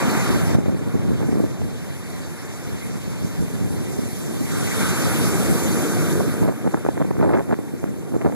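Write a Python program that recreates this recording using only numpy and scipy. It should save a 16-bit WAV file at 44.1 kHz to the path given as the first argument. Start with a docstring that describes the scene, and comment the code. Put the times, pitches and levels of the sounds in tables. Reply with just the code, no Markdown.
"""A wave on a windy beach

A broken wave runs up the sand and fizzes out: countless bubbles and churning foam.
A sea breeze thuds, crackles and snaps on the two microphone openings (ports) of a small
hand-held recorder, mostly the right one. The recorder makes its stereo by taking from
each port a slightly delayed copy of the other."""
import sys
import numpy as np
from scipy import signal
from scipy.io import wavfile
from scipy.ndimage import uniform_filter1d

SR = 44100
rng = np.random.default_rng(int(sys.argv[2]) if len(sys.argv) > 2 else 0)


def unload_wav(signal):
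    """Save mono or channel-first audio to the path in sys.argv[1] as 16-bit WAV at rate SR, clipped to [-1, 1]."""
    wavfile.write(
        sys.argv[1],
        SR,
        np.round(np.clip(np.atleast_2d(signal).T, -1, 1) * 32767).astype(np.int16),
    )


N = 368226


def from_db(db):
    """Turn decibels into a number to multiply by."""
    return 10 ** (np.asarray(db) / 20)


def unit_level(x):
    """Scale a sound so that its average power is 1."""
    return x / np.sqrt(np.mean(x ** 2) + 1e-20)


def curves(rows):
    """Join a table's rows with straight lines: one value per sample for each column after the time."""
    time_s, *columns = np.transpose(rows)
    return np.array([np.interp(np.arange(N) / SR, time_s, column) for column in columns])


def drift(rate_hz):
    """A slow random wobble, about 1 in size."""
    pole = np.exp(-2 * np.pi * rate_hz * 40 / SR)   # one step per 40 samples
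    slow = signal.lfilter([1], [1, -2 * pole, pole ** 2], rng.standard_normal(N // 40 + 2002))[2000:]
    return np.interp(np.arange(N) / 40, np.arange(len(slow)), unit_level(slow))


def passband(x, hz, kind, order=2):
    """Keep the "low" side of hz, the "high" side, or the "band" between two pitches."""
    return signal.sosfilt(signal.butter(order, hz, kind, fs=SR, output="sos"), x)


def between(x, low_hz, high_hz):
    """Cut the lows, then the highs."""
    return passband(passband(x, low_hz, "high"), high_hz, "low")


def clicks(per_s, spread_db):
    """Two channels of random clicks, uneven in size and sign."""
    sizes = from_db(spread_db * np.minimum(rng.exponential(1, (2, N)), 4))
    signs = rng.choice([-1, 1], (2, N))
    return sizes * signs * (rng.random((2, N)) < per_s / SR) + 1e-18


def steadied(x, window_ms):
    """Even out the slow ups and downs of a noise."""
    x = x / x.std()
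    return x / np.sqrt(uniform_filter1d(x ** 2, int(window_ms * SR / 1000), axis=-1) + 1e-9)


PART_HZ = (400, 1200, 4500, 11000)   # centres of rumble, wash, hiss and fizz
DIFFUSE_HZ, DIFFUSE_SHARE = 4720, 0.7   # above this pitch, this share is unrelated in each channel
# Level of the surf as heard; it ducks abruptly at 0.56 s and 6.5 s:
# time_s, rumble_db, wash_db, hiss_db, fizz_db
SURF_LEVELS = [(0.0, -23.5, -25, -36, -36.5), (0.28, -26, -27, -35, -37.5), (0.42, -28, -30, -39, -40),
               (0.553, -28.5, -34, -40, -43), (0.566, -36, -41.5, -48.5, -51),
               (0.8, -35.5, -40.5, -49, -50.5), (1.3, -33, -40, -47, -48), (1.55, -38, -43.5, -47, -50),
               (2.3, -38, -41.5, -46, -47), (3.1, -39, -42, -45, -46), (3.6, -33, -43.5, -45.5, -45),
               (4.4, -36.5, -41, -42, -40.5), (4.52, -35.5, -36, -37.5, -39), (4.8, -28.5, -29.5, -33, -32),
               (5.05, -23.5, -31, -33, -32), (5.6, -22, -34.5, -35.5, -33.5), (6.1, -22, -36, -37.5, -35),
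               (6.25, -24, -40.5, -41, -39.5), (6.42, -26.5, -36.5, -45, -40),
               (6.5, -33.5, -41.5, -50, -45.5), (7.0, -34, -43, -51, -49.5), (7.6, -38.5, -47, -53, -50.5),
               (8.35, -34, -46.5, -53.5, -50)]
# The surf's tone: pitch_hz, level_db, port_likeness (1 same, -1 or less opposite), right_louder_db
SURF_TONE = [(82, -29, 0.32, -21), (183, -22, 0.97, -13), (357, -25.5, 1, -1), (603, -38.5, 0.84, -15),
             (713, -32, 1, 2), (960, -38.5, -0.08, -8), (1234, -36.5, 0.65, -3.5), (1833, -33, -1.5, 11),
             (2060, -35, -0.015, 9), (2340, -40, 0.17, 4.5), (2750, -41.5, 0.19, -1.5),
             (3870, -38, -0.25, -6), (4820, -42, -0.5, -2.5), (6900, -38, -0.18, -4), (8420, -41, 0, 3),
             (9770, -37.5, 0.094, -8.5), (12150, -45.5, 0.32, -10)]
# Extra level for the deepest rumble: time_s, boost_db
DEEP_RUMBLE = [(0, -9), (.3, 1), (.56, 5.5), (.7, 6.5), (1.5, 6), (2.5, -3.5), (3.2, 2), (4.2, 1.5),
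               (5, -1), (5.6, -4), (6.2, -4.5), (6.8, 0.5), (7.4, 1.5), (8.35, -1)]


def surf(slosh_db, flicker_db, grain):
    """Countless bubbles blend into bands of noise. Returns the port sound and the diffuse treble."""
    parts_db, deep_db = curves(SURF_LEVELS), curves(DEEP_RUMBLE)[0]
    tone_hz, *tone = np.transpose(SURF_TONE)
    edges_hz = 74 * 2 ** (np.arange(24) / 3)   # three bands per octave
    noise = rng.standard_normal((2, 4, N))   # two sets, so neighbouring bands use different noise
    noise[:, 0] += grain * unit_level(clicks(per_s=900, spread_db=0.5))   # single bubbles nearby
    noise[:, 0] /= np.sqrt(1 + grain ** 2)
    ports, diffuse_treble = np.zeros((2, 2, N))
    slosh = drift(9.4)
    for band, (low, high) in enumerate(zip(edges_hz, edges_hz[1:])):
        hz = np.sqrt(low * high)
        tone_db, likeness, right_db = (np.interp(np.log(hz), np.log(tone_hz), col) for col in tone)
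        likeness = np.clip(likeness, -1, 1)
        part_mix = [np.interp(np.log(hz), np.log(PART_HZ), part) for part in np.eye(4)]
        wobble_db = slosh_db * slosh + flicker_db * drift(13.8)
        wobble_db *= (1000 / hz) ** 0.071   # fine fizz is the steadiest
        boost_db = np.interp(hz, (130, 260), [1, 0]) * deep_db   # fades out from 130 to 260 Hz
        gain = from_db(part_mix @ parts_db + boost_db + tone_db + wobble_db) * np.sqrt(SR / 2)
        share = DIFFUSE_SHARE * (hz > DIFFUSE_HZ)
        band_noise = gain * passband(noise[band % 2, :4 if share else 2], [low, high], "band")
        same = np.sqrt((1 + likeness) / 2) * band_noise[0]
        opposite = np.sqrt((1 - likeness) / 2) * band_noise[1] * [[1], [-1]]
        ports += np.sqrt(1 - share) * (same + opposite) * from_db([[-right_db / 2], [right_db / 2]])
        if share:
            diffuse_treble += np.sqrt(2 * share) * band_noise[2:]
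    return ports, diffuse_treble


# The breeze at both ports: time_s, level_db, boom_share (0 all thud, 1 all boom)
BREEZE_LEVELS = [(0, -27, 0.92), (.3, -32, 0.92), (.52, -22, 0.99), (.65, -34, 0.34), (1.1, -31, 0.7),
                 (1.4, -35, 0.1), (1.7, -33.5, 1), (2.4, -35, 0.93), (2.9, -29.5, 0.96), (3.5, -33, 0.96),
                 (4.2, -30.5, 0.23), (4.5, -27.5, 0.57), (5.3, -33.5, 0.53), (5.8, -41, 0.16),
                 (6.3, -33, 0.4), (6.6, -44, 0.18), (7.3, -29, 0.5), (7.8, -39, 0.18), (8.35, -30.5, 0.55)]
# Puffs on the right port: peak_s, level_db, length_ms, crackle_db (compared with the puff)
WIND_PUFFS = [(0.301, -15, 14, -30), (0.352, -15, 21, -10), (0.508, -18, 7.4, -30), (0.551, -8, 8.7, -24),
              (0.575, -15, 10, -25), (0.586, -5, 2.9, -21), (0.661, -20, 14, -11), (0.687, -13.5, 18, -24),
              (0.727, -19, 38, -32), (0.818, -20, 14, -28), (0.877, -12.5, 8.2, -23), (0.948, -12, 18, -38),
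              (1.053, -16, 8.1, -30), (1.1, -15.5, 49, -38), (1.189, -25, 27, -30),
              (1.225, -21.5, 38, -7.5), (1.286, -11, 9.4, -42), (1.323, -12, 12, -35),
              (1.361, -17.5, 45, -17), (1.399, -13, 19, -22), (1.439, -11.5, 11, -22),
              (1.465, -24, 14, -30), (1.622, -20, 36, -26), (1.648, -24, 28, -27), (2.735, -21, 22, -30),
              (2.957, -22, 12, -32), (3.21, -24, 17, -34), (3.247, -13.5, 7.6, -37), (3.407, -17, 48, -29),
              (3.542, -21, 27, -30), (3.615, -18.5, 22, -34), (3.651, -20, 31, -35), (3.71, -13, 5, -34),
              (3.988, -12.5, 6.5, -36), (4.04, -21.5, 24, -29), (4.407, -16, 14, -29),
              (4.535, -20, 40, -27), (5.055, -19, 21, -28), (5.209, -17, 7, -30), (5.506, -16, 38, -30),
              (6.204, -18, 12, -8), (6.271, -15, 14, -29), (6.425, -9.5, 12.5, -11),
              (6.451, -16.5, 24, -14), (6.486, -16, 29, -6), (6.661, -15, 31, -13), (6.674, -22, 7.4, -2),
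              (6.743, -12, 9.9, -11), (6.776, -23, 7.9, -6), (6.849, -12, 5.6, -11), (6.864, -13, 3.6, -5),
              (6.889, -10, 4.8, -2), (6.97, -20, 5.3, -10), (6.978, -16, 5.8, -7.5), (7.004, -19.5, 14, -4),
              (7.017, -13, 11, -10), (7.048, -13.5, 6, -18), (7.11, -15.5, 6.6, 0), (7.157, -22, 12, -7),
              (7.191, -14, 23, -11), (7.212, -16, 19, -7), (7.231, -16, 22, -3.5), (7.252, -16.5, 35, -8),
              (7.277, -19, 23, -7), (7.294, -16, 8, -3), (7.304, -21, 49, -4), (7.336, -18, 17, 1.5),
              (7.349, -15.5, 11, 1.5), (7.362, -20, 19, -2), (7.378, -19.5, 22, -0.5), (7.394, -20, 7, 7),
              (7.407, -21, 7.3, -3), (7.492, -21, 28, -14), (7.509, -19.5, 14, -1), (7.527, -15, 18, -4),
              (7.589, -22, 11, -7), (7.739, -20.5, 16, -21), (7.837, -17, 10, -5.5),
              (7.881, -21.5, 42, -27), (8.118, -22, 11, -12), (8.141, -17, 12, -11), (8.153, -15, 9, -16),
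              (8.164, -15, 4.8, -12), (8.216, -31, 29, 2), (8.251, -10, 12, -7), (8.263, -15, 9.2, -3),
              (8.276, -15, 3.5, -11), (8.287, -18, 5, -12), (8.299, -24, 6.6, -7), (8.325, -32, 8, 0)]


def wind(wobble_db, crackle_db):
    """Slow air sheds big swirls that boom, fast air small ones that thud; hard puffs make them crackle."""
    swirls = clicks(per_s=700, spread_db=5.5)
    breeze_db, boom_share = curves(BREEZE_LEVELS)
    boom_share = np.clip(boom_share, 0, 1)
    boom = unit_level(between(swirls, low_hz=91, high_hz=157))
    thud = unit_level(between(swirls, low_hz=157, high_hz=300))
    buffet = steadied(np.sqrt(boom_share) * boom - np.sqrt(1 - boom_share) * thud, window_ms=16.2)
    crackle = passband(between(swirls, low_hz=291, high_hz=497), 2200, "low")
    crackle = steadied(crackle, window_ms=11.9)
    side_db = np.array([[0.5], [-0.5]])   # left, right
    breeze = from_db(breeze_db + side_db + wobble_db * np.array([drift(4.7), drift(3.4)]))
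    buffet_power, crackle_power = breeze ** 2, (breeze * from_db(crackle_db)) ** 2
    for peak_s, level_db, length_ms, puff_crackle_db in WIND_PUFFS:
        at = np.arange(max(int((peak_s - .1) * SR), 0), min(int((peak_s + .1) * SR), N))
        width_s = np.where(at / SR < peak_s, .7, 1.3) * length_ms / 2500   # comes faster than it goes
        bump = np.exp(-.5 * ((at / SR - peak_s) / width_s) ** 2)
        buffet_power[1, at] += bump * from_db(2 * level_db)
        crest = bump ** 2.4   # only the top of the puff crackles
        crackle_power[1, at] += crest * from_db(2 * (level_db + puff_crackle_db))
    buffet = passband(buffet * np.sqrt(buffet_power), 442, "low", order=4)
    buffet = passband(buffet, 57, "high", order=1)
    return buffet + crackle * np.sqrt(crackle_power)


def water_drop(start_s, level_db, pitch_hz, fade_s):
    """One bright drop at both ports: a ring, roughened by noise, that dies by 60 dB in fade_s."""
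    t = np.arange(1500) / SR
    ring = from_db(level_db - 60 * t / fade_s) * np.sin(2 * np.pi * pitch_hz * t)
    roughness = unit_level(passband(rng.standard_normal(len(t)), 360, "low"))
    start = int(start_s * SR)
    return np.pad(ring * roughness, (start, N - start - len(t)))


SNAP_RISE_CYCLES, SNAP_FALL_CYCLES, SNAP_TOP_HZ = 0.38, 0.34, 1450
CRACK_LOW_HZ, CRACK_HIGH_HZ, CRACK_10_DB_MS = 1190, 2270, 0.46
# Sharp snaps of wind: peak_s, level_db, pitch_hz, crack_db (compared with the snap)
WIND_SNAPS = [(0.5045, -12, 533.0, -12), (0.5501, -7, 531.0, -17), (0.587, -8.5, 435, -27),
              (0.6626, -15, 552.0, -17), (0.685, -15, 471.0, -16), (0.6951, -15, 460.0, -20),
              (0.7473, -16, 371.0, -14), (0.9468, -13.8, 408.0, -22), (1.091, -18, 384.0, -19),
              (1.2064, -14, 543.0, -16), (1.2326, -20, 410.0, -21), (1.3274, -13.1, 417.0, -19),
              (1.399, -8.5, 450.0, -25), (1.4419, -9, 390.0, -26), (1.4626, -25, 380.0, -15),
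              (1.6174, -15, 593.0, -20), (6.202, -11, 471.0, -11), (6.2078, -4, 535, -19),
              (6.2826, -21, 482.0, -11), (6.4298, -5, 410.0, -24), (6.4352, -11.8, 409.0, -22),
              (6.446, -10, 440.0, -23), (6.4578, -8, 490.0, -21), (6.4866, -7, 566.0, -22),
              (6.524, -15.5, 681.0, -13), (6.6446, -16, 438.0, -15), (6.6487, -16, 456.0, -20),
              (6.6563, -20, 417.0, -21), (6.6631, -20, 733.0, -12), (6.6725, -7.5, 501.0, -24),
              (6.677, -19, 655.0, -16), (6.7395, -10, 522.0, -12), (6.7443, -6.5, 722.0, -5),
              (6.7485, -16.5, 487.0, -16), (6.7723, -23, 900.0, 0), (6.7775, -16, 646.0, -9),
              (6.8499, -14, 484.0, -22), (6.8641, -4, 488.0, -13), (6.889, -9, 467.0, -13),
              (6.9708, -14.5, 499.0, -22), (6.9776, -12, 661.0, -8), (7.0015, -15, 436.0, -22),
              (7.0064, -17, 571.0, -17), (7.0095, -20, 470.0, -16), (7.015, -8.8, 460.0, -17),
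              (7.0202, -14, 467.0, -11), (7.0243, -14, 820.0, -7), (7.0482, -12.2, 494.0, -23),
              (7.1117, -7.9, 562.0, -21), (7.1685, -21, 900.0, -3), (7.1939, -26, 900.0, -1),
              (7.2056, -22, 900.0, -3), (7.2114, -16, 464.0, -20), (7.2269, -8, 814.0, -12),
              (7.2321, -7.7, 575.0, -17), (7.2432, -7.8, 542.0, -25), (7.2477, -4, 551.0, -23),
              (7.2614, -9, 499.0, -28), (7.2716, -9, 476.0, -21), (7.2823, -9, 437.0, -23),
              (7.2938, -12, 625.0, -12), (7.3058, -5, 531.0, -26), (7.3141, -11, 494.0, -16),
              (7.323, -7, 488.0, -25), (7.3357, -17, 900.0, 0), (7.3426, -8.5, 612.0, -16),
              (7.3502, -9, 552.0, -20), (7.3583, -14, 520.0, -21), (7.3743, -16, 900.0, 0),
              (7.3795, -15, 474.0, -21), (7.3843, -25, 900.0, -3), (7.3944, -13, 658.0, -9),
              (7.4076, -8.5, 575.0, -19), (7.415, -15, 560.0, -21), (7.4945, -14, 469.0, -15),
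              (7.5075, -14, 516.0, -15), (7.5123, -18, 900.0, 2), (7.515, -25, 497.0, -13),
              (7.5236, -17, 547, -13), (7.5301, -9, 617.0, -11), (7.5426, -15, 965.0, -4),
              (7.8311, -17, 504.0, -18), (7.8412, -6, 446.0, -26), (8.1436, -10, 397.0, -26),
              (8.155, -14.5, 468.0, -23), (8.1654, -13, 440.0, -26), (8.2146, -22, 900.0, 0),
              (8.2327, -29, 900.0, -3), (8.2488, -4, 624.0, -17), (8.2529, -14, 526.0, -21),
              (8.2613, -17, 900.0, -4), (8.2649, -5.5, 544.0, -16), (8.27, -8, 561.0, -21),
              (8.2773, -8, 493.0, -25), (8.298, -13, 531.0, -25), (8.323, -19.5, 672.0, -8),
              (8.328, -19.1, 489.0, -20)]


def wind_snaps():
    """A swirl bursts on the right port: a dull pressure spike of about one cycle, topped by a crack."""
    offsets = np.arange(-300, 300)   # samples around the peak
    t = offsets / SR
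    spikes, cracks = np.zeros((2, N + SR))
    for peak_s, level_db, pitch_hz, crack_db in WIND_SNAPS:
        direction, lean, crack_pick = rng.random(3)
        phase = np.round(direction) / 2 + (lean - .5) / 4   # pushes or pulls, a little lopsided
        at, cycles = int(peak_s * SR) + offsets, t * pitch_hz
        swell = np.exp(-abs(cycles) / np.where(cycles < 0, SNAP_RISE_CYCLES, SNAP_FALL_CYCLES))
        spikes[at] += from_db(level_db) * swell * np.cos(2 * np.pi * (cycles + phase))
        crack_hz = CRACK_LOW_HZ * (CRACK_HIGH_HZ / CRACK_LOW_HZ) ** crack_pick
        crack_swell = from_db(level_db + crack_db - 10 * abs(t) * 1000 / CRACK_10_DB_MS)
        cracks[at] += crack_swell * np.cos(2 * np.pi * (crack_hz * t + phase))
    right = passband(spikes + 1e-18, SNAP_TOP_HZ, "low") + cracks
    return np.array([np.zeros(N), right[:N]])


# The foam close by, loudest as the wave arrives: time_s, level_db
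FOAM_LEVELS = [(0, -61), (4.44, -68), (4.52, -43), (4.7, -46.5), (4.85, -36), (5.2, -40.5), (5.6, -43),
               (6.1, -41), (6.35, -45), (6.5, -53), (8.35, -70)]


def foam(churn_db, band_hz):
    """Foam close by churns with a hollow sound in a narrow band, the same at both ports."""
    swell = from_db(curves(FOAM_LEVELS)[0] + churn_db * drift(15.0))
    return swell * unit_level(passband(rng.standard_normal(N), band_hz, "band", order=3))


def scene():
    """Each channel is its port minus the other one delayed, so shared sound cancels at some pitches."""
    ports, diffuse_treble = surf(slosh_db=0.09, flicker_db=1.79, grain=0.43)
    ports += wind(wobble_db=3.0, crackle_db=-14)
    ports += foam(churn_db=1.0, band_hz=(1135, 1605))
    ports += wind_snaps()
    ports += water_drop(start_s=0.098, level_db=-29, pitch_hz=4250, fade_s=0.026)
    other_port = np.pad(ports, ((0, 0), (15, 0)))[::-1, :N]   # sides swapped, 15 samples late
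    return ports - other_port + passband(diffuse_treble, DIFFUSE_HZ, "high", order=8)


def record(dry):
    """The left channel is a little weaker; sound below 9.1 Hz and above 14000 Hz is cut."""
    dry = passband(dry * from_db([[-0.4], [0]]), 9.1, "high")
    return signal.sosfilt(signal.ellip(12, .5, 70, 14000, fs=SR, output="sos"), dry)


dry = scene()
out = record(dry)
unload_wav(out)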